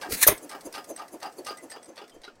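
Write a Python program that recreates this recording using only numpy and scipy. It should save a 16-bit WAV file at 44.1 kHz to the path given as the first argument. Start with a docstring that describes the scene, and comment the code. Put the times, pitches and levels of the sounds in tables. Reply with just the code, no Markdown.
"""A clatter of iron, a gulp of air, a hiss of compression, then one sharp, spitting pop: a small
hit-and-miss engine in an open yard, the microphone close above it. It coasts on at four turns a second:
gears and rod clatter and knock, air puffs through the open valve and the governor latch ticks, while
the treble dulls. Behind it are the whirr of the bearings, faint echoes and light wind on the microphone."""
import sys
import numpy as np
from scipy import signal
from scipy.io import wavfile
from scipy.ndimage import uniform_filter1d

SR = 44100
rng = np.random.default_rng(int(sys.argv[2]) if len(sys.argv) > 2 else 0)


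def dump_mix(stems):
    """Bounce the given channels to the path in sys.argv[1] as a 16-bit WAV at rate SR."""
    frames = np.atleast_2d(stems).T  # one column per channel
    limited = np.clip(frames, -1, 1)  # hard clip at full scale
    pcm = np.round(limited * 32767).astype(np.int16)
    wavfile.write(sys.argv[1], SR, pcm)


N = 105840
TIME = np.arange(N) / SR

# gas flows of the working stroke (t/s, level/dB)
INTAKE_FLOW = [(.075, -79.5), (.1, -41.5), (.116, -36), (.125, -24), (.134, -30), (.15, -28.5), (.167, -45),
               (.2, -73)]
LEAK_FLOW = [(.16, -50), (.172, -35), (.2, -36), (.212, -31), (.216, -22), (.224, -23), (.229, -13),
             (.236, -14), (.244, -24), (.262, -38), (.275, -55)]
BLAST_FLOW = [(.263, -48.5), (.268, -23), (.274, -18), (.279, -8), (.286, -15), (.291, -20.5), (.31, -30.5),
              (.327, -35), (.345, -46), (.38, -53), (.42, -83)]
EXHAUST_FLOW = [(.264, -47), (.272, -27), (.28, -39), (.285, -20), (.292, -25), (.309, -32.5), (.322, -31),
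                (.34, -41), (.37, -50.5), (.41, -70)]
# spectra of the moving gas at close range (f/Hz, relative level/dB)
INTAKE_SPECTRUM = [(40, 9), (130, 1.5), (250, 6.5), (900, -14.5), (1400, -6), (2000, 3.5), (3200, -8),
                   (4600, 3.5), (5300, -2.5), (6500, -3), (10000, -1.5), (13000, -1.5), (16000, -7.5)]
LEAK_SPECTRUM = [(100, -21), (500, -13.5), (750, -4), (1300, -4), (1850, 2.5), (2500, 4.5), (3100, -7.5),
                 (4100, 2.5), (5000, -6.5), (6400, 2.5), (7500, 0), (10200, 4), (13000, 1.5), (16000, -4)]
BLAST_SPECTRUM = [(200, -37.5), (1000, -1), (2200, -22), (3000, -13.5), (3800, -8.5), (4800, -12.5),
                  (6500, -5.5), (7500, -15.5), (9000, -3.5), (12000, -2.5), (13500, -5.5), (14500, -3.5),
                  (16000, -12)]
EXHAUST_SPECTRUM = [(30, -1.5), (110, 1), (210, -2.5), (400, -8), (650, 6), (850, -4), (1030, 3.5),
                    (1300, -5), (1700, 1.5), (2200, 2.5), (2900, -11.5), (3700, -6.5), (6000, -34),
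                    (16000, -46.5)]
PUFF_SPECTRUM = [(60, -23), (180, -20), (300, 5.5), (420, -3), (530, 3.5), (700, -6.5), (1000, -12),
                 (1500, -26.5), (2500, -28), (4000, -35.5), (16000, -65)]
RUMBLE_SPECTRUM = [(20, -6), (50, 2), (100, -8), (160, -4), (300, -27), (1000, -59.5)]
VALVE_SPECTRUM = [(1000, -31), (2700, -2.5), (3600, -1), (5300, -12), (6500, 5.5), (9000, 8),
                  (11000, 5.5), (16000, -1)]
# pressure steps: intake valve flutter, ignition, exhaust, after-beats (t/s, level/dB, f/Hz, t60/s)
THUMPS = [(.068, -39, 300, 0.11), (.088, -33, 354, 0.1), (.107, -28.5, 449, 0.045),
          (0.123, -31, 472, 0.053), (.171, -42, 260, .1), (.2668, -14.5, 510, .011),
          (.283, -11, 604, 0.042), (.288, -22.5, 405, 0.092), (.313, -23, 410, 0.046),
          (0.322, -25, 320, 0.053)]
# gear and rod clatter, once a turn (t/s, rattle/dB, casting ring/dB, body hum/dB)
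CLATTERS = [(.010, -38.5, -37.5, -39.5), (0.499, -46.5, -45, -40.5), (0.737, -39, -44.5, -42.5),
            (0.972, -46.5, -49, -40.5), (1.213, -41.5, -44.5, -37), (1.46, -39, -41.5, -44),
            (1.711, -47.5, -53, -49), (1.966, -47.5, -54, -48.5), (2.232, -48, -55.5, -63)]
# knocks of the rod bearing (t/s, level/dB)
KNOCKS = [(0.058, -44), (.548, -40.5), (.779, -35), (1.017, -42.5), (1.26, -41), (1.506, -35.5),
          (1.761, -41.5), (2.015, -43), (2.038, -49), (2.277, -44.5), (2.298, -60)]
# loose iron parts singing out (t/s, level/dB, f/Hz, t60/s)
PART_RINGS = [(.03, -38, 1610, 0.14), (0.997, -38, 1215, 0.15), (.779, -50, 4950, 0.16),
              (.893, -47, 6230, 0.18), (1.256, -43.5, 4820, 0.079), (1.382, -52.5, 4460, 0.088),
              (1.466, -47, 2790, 0.12), (1.491, -40.5, 4820, .14), (1.527, -47, 1204, .08),
              (1.581, -47.5, 2010, 0.13), (1.718, -46, 1780, 0.11), (1.724, -46.5, 4860, .12),
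              (1.775, -64, 3360, 0.23), (1.888, -58, 6200, .14), (1.975, -55, 3450, 0.28),
              (2.117, -62, 3150, .25), (2.236, -45, 3926, 0.11), (2.278, -47.5, 1414, 0.05)]
# air through the open valve (peak t/s, level/dB, hollow tone f/Hz, whistle/dB)
PUFFS = [(0.444, -42.5, 485.3, -47.5), (0.669, -38, 312.9, -44), (0.907, -37.5, 645, -44),
         (1.145, -39.5, 320.4, -48.5), (1.395, -39, 338.3, -50.5), (1.646, -43, 323.8, -50.5),
         (1.897, -45, 330, -54), (2.158, -49.5, 442.6, -57.5)]
# whistles of the valve (f/Hz, width/Hz, relative level/dB)
VALVE_WHISTLES = [(4840, 92, -13), (6230, 180, -9.5), (6620, 94, -14), (7350, 360, -10.5),
                  (9810, 150, -5.5), (10500, 73, -16), (12500, 320, -11.5)]
# governor latch and push rod (t/s, scrape/dB, ring/dB)
TICKS = [(0.377, -48, -49.5), (.492, -41.5, -53), (0.607, -46.5, -54), (.724, -43, -54), (.841, -46.5, -63),
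         (.960, -45.5, -48.5), (1.079, -51.5, -58), (1.2, -52.5, -69), (1.323, -55, -58), (1.446, -45, -50),
         (1.570, -46.5, -52.5), (1.581, -63, -50), (1.698, -46.5, -40), (1.713, -42.5, -44),
         (1.827, -51, -47.5), (1.843, -60, -56), (1.856, -54, -56), (1.956, -52, -54.5), (2.076, -52, -64),
         (2.094, -51.5, -58), (2.215, -53, -67), (2.352, -60, -78)]
# modes of the iron casting and the steel latch (f/Hz, relative level/dB, t60/s)
CASTING_MODES = [(702, -2.5, 0.041), (758, -11, .1), (1110, -18, 0.039), (1228, 14, 0.26), (1599, 13, 0.19),
                 (1810, -11.5, .08), (2306, 4.5, 0.18), (2790, 8.5, 0.11), (3480, -19, .1), (3993, 6, .06),
                 (5110, 2.5, 0.17), (5010, -7, 0.18), (8540, 6.5, 0.028), (9680, -2, .1)]
LATCH_MODES = [(8190, 3.5, 0.081), (8230, 6, .06), (5900, -3, 0.044), (9200, -9, .04)]
# spectra of the metal parts at close range (f/Hz, relative level/dB)
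RATTLE_SPECTRUM = [(150, -37), (500, 10.5), (800, 3.5), (1500, 0), (2400, 3), (3800, 1), (5200, 2),
                   (7000, -9.5), (8700, -5), (11000, -10), (16000, -19.5)]
BODY_SPECTRUM = [(80, -48), (200, -24), (320, -1), (520, -15.5), (760, 14), (1000, 0), (1220, 6),
                 (1400, -3.5), (1650, 0.5), (2200, -12.5), (4000, -42), (9000, -35), (16000, -44)]
KNOCK_SPECTRUM = [(100, -20), (300, 11.5), (550, 11.5), (900, -4), (1400, 4), (2000, -10.5), (2800, 2.5),
                  (4000, -14), (4900, -4.5), (6500, -18.5), (10000, -20.5), (16000, -18.5)]
TICK_SPECTRUM = [(300, -33), (1000, -4), (1900, 12.5), (2800, -2), (4000, 9.5), (5700, 10), (7000, 1.5),
                 (8800, 9), (11000, 3), (16000, -4.5)]
BEARING_SPECTRUM = [(15, -65.5), (25, -29.5), (145, -14), (293, -3), (516, -3.5), (624, -4), (677, -3.5),
                    (1230, -14.5), (1330, -13.5), (1610, -14), (3620, -27), (4870, -24.5), (7510, -22.5),
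                    (8360, -27), (16000, -29.5)]
# whirr of bearings and flywheels (t/s, level/dB)
BEARING_LEVEL = [(0, -49), (.5, -50), (1.1, -54.5), (1.6, -52.5), (2.1, -57.5), (2.4, -60)]
# wind bumps on the microphone (t/s, level/dB)
WIND_BUMPS = [(.665, -61), (2.185, -57), (2.38, -63)]
# spectra of the yard's echoes and the wind (f/Hz, relative level/dB)
YARD_SPECTRUM = [(100, 5), (1000, -7.5), (4000, 2.5), (16000, -40.5)]
WIND_SPECTRUM = [(20, 5.5), (55, -20), (110, -10), (300, -29), (1000, -60)]
# treble of the whole scene (t/s, gain/dB)
TREBLE_GAIN = [(0, 1), (1.55, 0.5), (1.9, -7), (2.15, -6.5), (2.4, -13.5)]

METAL_RIPPLE_DB, GAS_RIPPLE_DB = 5, 2.5


def firing():
    """The charge fires: a blast with a shrill jet of gas, then the exhaust barks through the muffler."""
    jet = amp(-8.5) * swell(.275, rise=.003, fall=.003) * whistle(hz=13350, width_hz=600)
    blast = colour(level(BLAST_FLOW) * noise(), BLAST_SPECTRUM, GAS_RIPPLE_DB)
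    exhaust = colour(level(EXHAUST_FLOW) * noise(), EXHAUST_SPECTRUM)
    rumble = amp(-28.5) * colour(swell(.285, rise=.008, fall=.011) * noise(), RUMBLE_SPECTRUM)
    return jet + blast + exhaust + rumble


def charge():
    """Air is sucked in, then hisses and squeals past the piston as it is compressed."""
    squeal = amp(-23) * burst(.235, rise=.0018, hold=.002, t60=.085) * tone(hz=1830, waver_hz=90)
    intake = colour(level(INTAKE_FLOW) * noise(), INTAKE_SPECTRUM, GAS_RIPPLE_DB)
    leak = colour(level(LEAK_FLOW) * noise(), LEAK_SPECTRUM, GAS_RIPPLE_DB)
    return intake + leak + squeal


def thumps():
    """Each pressure step rings the gas passages for a few cycles."""
    return -sum(amp(db) * burst(s, rise=.0021, hold=0, t60=t60) * np.sin(2 * np.pi * hz * (TIME - s))
                for s, db, hz, t60 in THUMPS)


def gear_clatter():
    """Just below the microphone, gear teeth rattle, ring the casting and set the body humming."""
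    rise_s = .003
    rattle_level, ring_level, hum_level = np.zeros((3, N))
    for s, rattle_db, ring_db, hum_db in CLATTERS:
        shape = burst(s, rise_s, hold=.013, t60=.17)
        rattle_level += amp(rattle_db) * shape
        ring_level += amp(ring_db) * shape
        onset = np.clip((TIME - s) / rise_s, 0, 1)
        hum_level += amp(hum_db) * swell(s + .042, rise=.025, fall=.028) * onset
    teeth = impacts() * judder(depth_db=3.5)
    rattle = colour(rattle_level * teeth, RATTLE_SPECTRUM, METAL_RIPPLE_DB)
    hum = colour(hum_level * impacts(), BODY_SPECTRUM, METAL_RIPPLE_DB)
    casting = convolve(ring_level * teeth, ring(CASTING_MODES))
    return rattle + hum + casting


def rod_knocks():
    """The rod bearing takes up its slack: a short dull knock within each clatter."""
    blows = sum(amp(db) * burst(s, rise=.00067, hold=.0021, t60=.094) for s, db in KNOCKS)
    return colour(blows * noise(), KNOCK_SPECTRUM, METAL_RIPPLE_DB)


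def valve_puffs():
    """The piston pushes air through the open valve: a hollow puff with whistles that arch in pitch."""
    lead_s, width_s, arch = .0063, .012, .006  # the whistles peak just ahead of the puff
    hollow, flow, whistle_level = np.zeros((3, N))
    for s, db, hz, whistle_db in PUFFS:
        shape = amp(db) * swell(s, rise=.013, fall=.019)
        flow += shape
        whistle_level += amp(whistle_db) * swell(s - lead_s, width_s, width_s)
        hollow += amp(-4) * shape * tone(hz, waver_hz=35.24)
    peaks = np.array([row[0] for row in PUFFS]) - lead_s
    widths_from_peak = abs(TIME - peaks[:, None]).min(0) / width_s
    bend = 1 - arch * np.minimum(widths_from_peak, 2) ** 2
    whistles = sum(amp(db) * whistle(hz * bend, width_hz) for hz, width_hz, db in VALVE_WHISTLES)
    hiss = amp(-6) * colour(noise(), VALVE_SPECTRUM, METAL_RIPPLE_DB)
    return hollow + colour(flow * noise(), PUFF_SPECTRUM) + whistle_level * (whistles + hiss)


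def latch_ticks():
    """The governor latch scrapes briefly and its steel rings, a little differently each time."""
    ring_rise_s = .0042
    scrape_level, ringing = np.zeros((2, N))
    for s, scrape_db, ring_db in TICKS:
        scrape_level += amp(scrape_db) * burst(s, rise=.0025, hold=.0025, t60=.041)
        steel = ring([(hz * rng.uniform(.992, 1.008), db + rng.uniform(-3, 3), t60)
                      for hz, db, t60 in LATCH_MODES])
        steel *= np.minimum(TIME[:len(steel)] / ring_rise_s, 1)
        slot = ringing[round(s * SR):][:len(steel)]
        slot += amp(ring_db) * steel[:len(slot)]
    scrape = colour(scrape_level * noise(), TICK_SPECTRUM, METAL_RIPPLE_DB)
    return scrape + ringing * judder(depth_db=4)


def loose_parts():
    """Single iron parts ring unevenly above the clatter."""
    rings = (amp(db) * burst(s, rise=.0019, hold=.0049, t60=t60) * tone(hz, waver_hz=34.66)
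             for s, db, hz, t60 in PART_RINGS)
    return judder(depth_db=4) * sum(rings)


def bearings():
    """Bearings and flywheels whirr underneath, slowly fading."""
    return level(BEARING_LEVEL) * colour(noise(), BEARING_SPECTRUM, METAL_RIPPLE_DB)


def yard_echoes(engine):
    """The ground and the yard scatter faint echoes back to the microphone."""
    tail = (noise() * burst(start=.015, rise=.005, hold=0, t60=.083))[:SR]
    return amp(-22.5) * colour(convolve(engine, tail), YARD_SPECTRUM)


def wind():
    """Light air bumps the microphone."""
    gusts = sum(amp(db) * swell(s, rise=.04, fall=.04) for s, db in WIND_BUMPS)
    return gusts * colour(noise(), WIND_SPECTRUM)


def amp(db):
    """Decibels to gain."""
    return 10 ** (np.asarray(db) / 20)


def unit(x):
    """Scales to rms 1."""
    return x / np.sqrt(np.mean(x ** 2) + 1e-20)


def noise():
    """White noise."""
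    return rng.standard_normal(N)


def level(points):
    """Gain along a (t/s, level/dB) curve, silent outside it."""
    return amp(np.interp(TIME, *np.transpose(points), left=-np.inf, right=-np.inf))


def burst(start, rise, hold, t60):
    """Attack, hold and exponential release; times in seconds."""
    t = TIME - start
    return np.clip(t / rise, 0, 1) * amp(-60 * np.maximum(t - rise - hold, 0) / t60)


def swell(peak, rise, fall):
    """A rounded hump with exponential skirts; times in seconds."""
    t = TIME - peak
    return np.exp(1 - np.sqrt(1 + 2 * (t / np.where(t < 0, rise, fall)) ** 2))


def convolve(x, response):
    """Passes x through an impulse response scaled to unit energy."""
    return signal.oaconvolve(x, response / np.linalg.norm(response))[:N]


def colour(x, spectrum, ripple_db=0, ripple_hz=55.03, size=4096):
    """Causal filter of unit power gain with the given spectrum; ripple adds many small resonances."""
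    hz, db = np.transpose(spectrum)
    f = abs(np.fft.fftfreq(size, 1 / SR))
    ripple = np.interp(f / ripple_hz, np.arange(size), np.clip(rng.standard_normal(size), -2, 2))
    gain = amp(np.interp(np.log(f + 1), np.log(hz), db) + ripple_db * ripple * f / (f + 1000))
    minimum_phase = np.exp(np.conj(signal.hilbert(np.log(gain))))
    return convolve(x, np.fft.ifft(minimum_phase).real[:size // 2])


def whistle(hz, width_hz):
    """Noise in one steep resonance that can move."""
    pole = np.exp(-np.pi * width_hz / SR)
    narrow_band = signal.lfilter([1], [1, -2 * pole, pole * pole], noise() + 1j * noise())
    carrier = np.exp(2j * np.pi * np.cumsum(hz * np.ones(N)) / SR)
    return unit((narrow_band * carrier).real)


def tone(hz, waver_hz):
    """A sine of rms 1 whose pitch wavers."""
    drift = unit(uniform_filter1d(noise(), size=256))
    return np.sqrt(2) * np.sin(2 * np.pi * np.cumsum(hz + waver_hz * drift) / SR)


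def ring(modes):
    """The sound of one blow on a set of modes."""
    t = TIME[:SR // 4]
    return sum(amp(db - 60 * t / t60) * np.sin(2 * np.pi * hz * t) for hz, db, t60 in modes)


def impacts(per_second=3000, spread_db=2.5):
    """A dense train of small metal contacts of uneven size."""
    size = amp(spread_db * np.minimum(rng.exponential(1, N), 4))
    return unit(size * np.sign(noise()) * (rng.random(N) < per_second / SR))


def judder(depth_db):
    """Loose parts chatter: the level jumps every few milliseconds."""
    flicker = unit(uniform_filter1d(noise(), size=200))
    return unit(amp(depth_db * np.clip(flicker, -2, 2)))


def scene():
    """The engine in the yard, on one microphone close above; the treble dulls as it coasts."""
    treble_from_hz = 7500
    whirr = bearings()
    engine = gear_clatter() + rod_knocks() + loose_parts() + valve_puffs() + latch_ticks()
    engine += charge() + firing() + thumps()
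    mix = engine + yard_echoes(engine) + whirr + wind()
    treble = signal.sosfiltfilt(signal.butter(2, treble_from_hz, "high", fs=SR, output="sos"), mix)
    return (mix + (level(TREBLE_GAIN) - 1) * treble)[None]


def record(dry):
    """The recorder rounds off peaks at full scale and cuts the highest treble."""
    cutoff_hz = 16050
    rounded = dry / (1 + dry ** 6) ** (1 / 6)
    lowpass = signal.firwin(511, cutoff_hz, window=("kaiser", 9), fs=SR)
    return signal.oaconvolve(rounded, lowpass[None], "same")


dry = scene()
out = record(dry)
dump_mix(out)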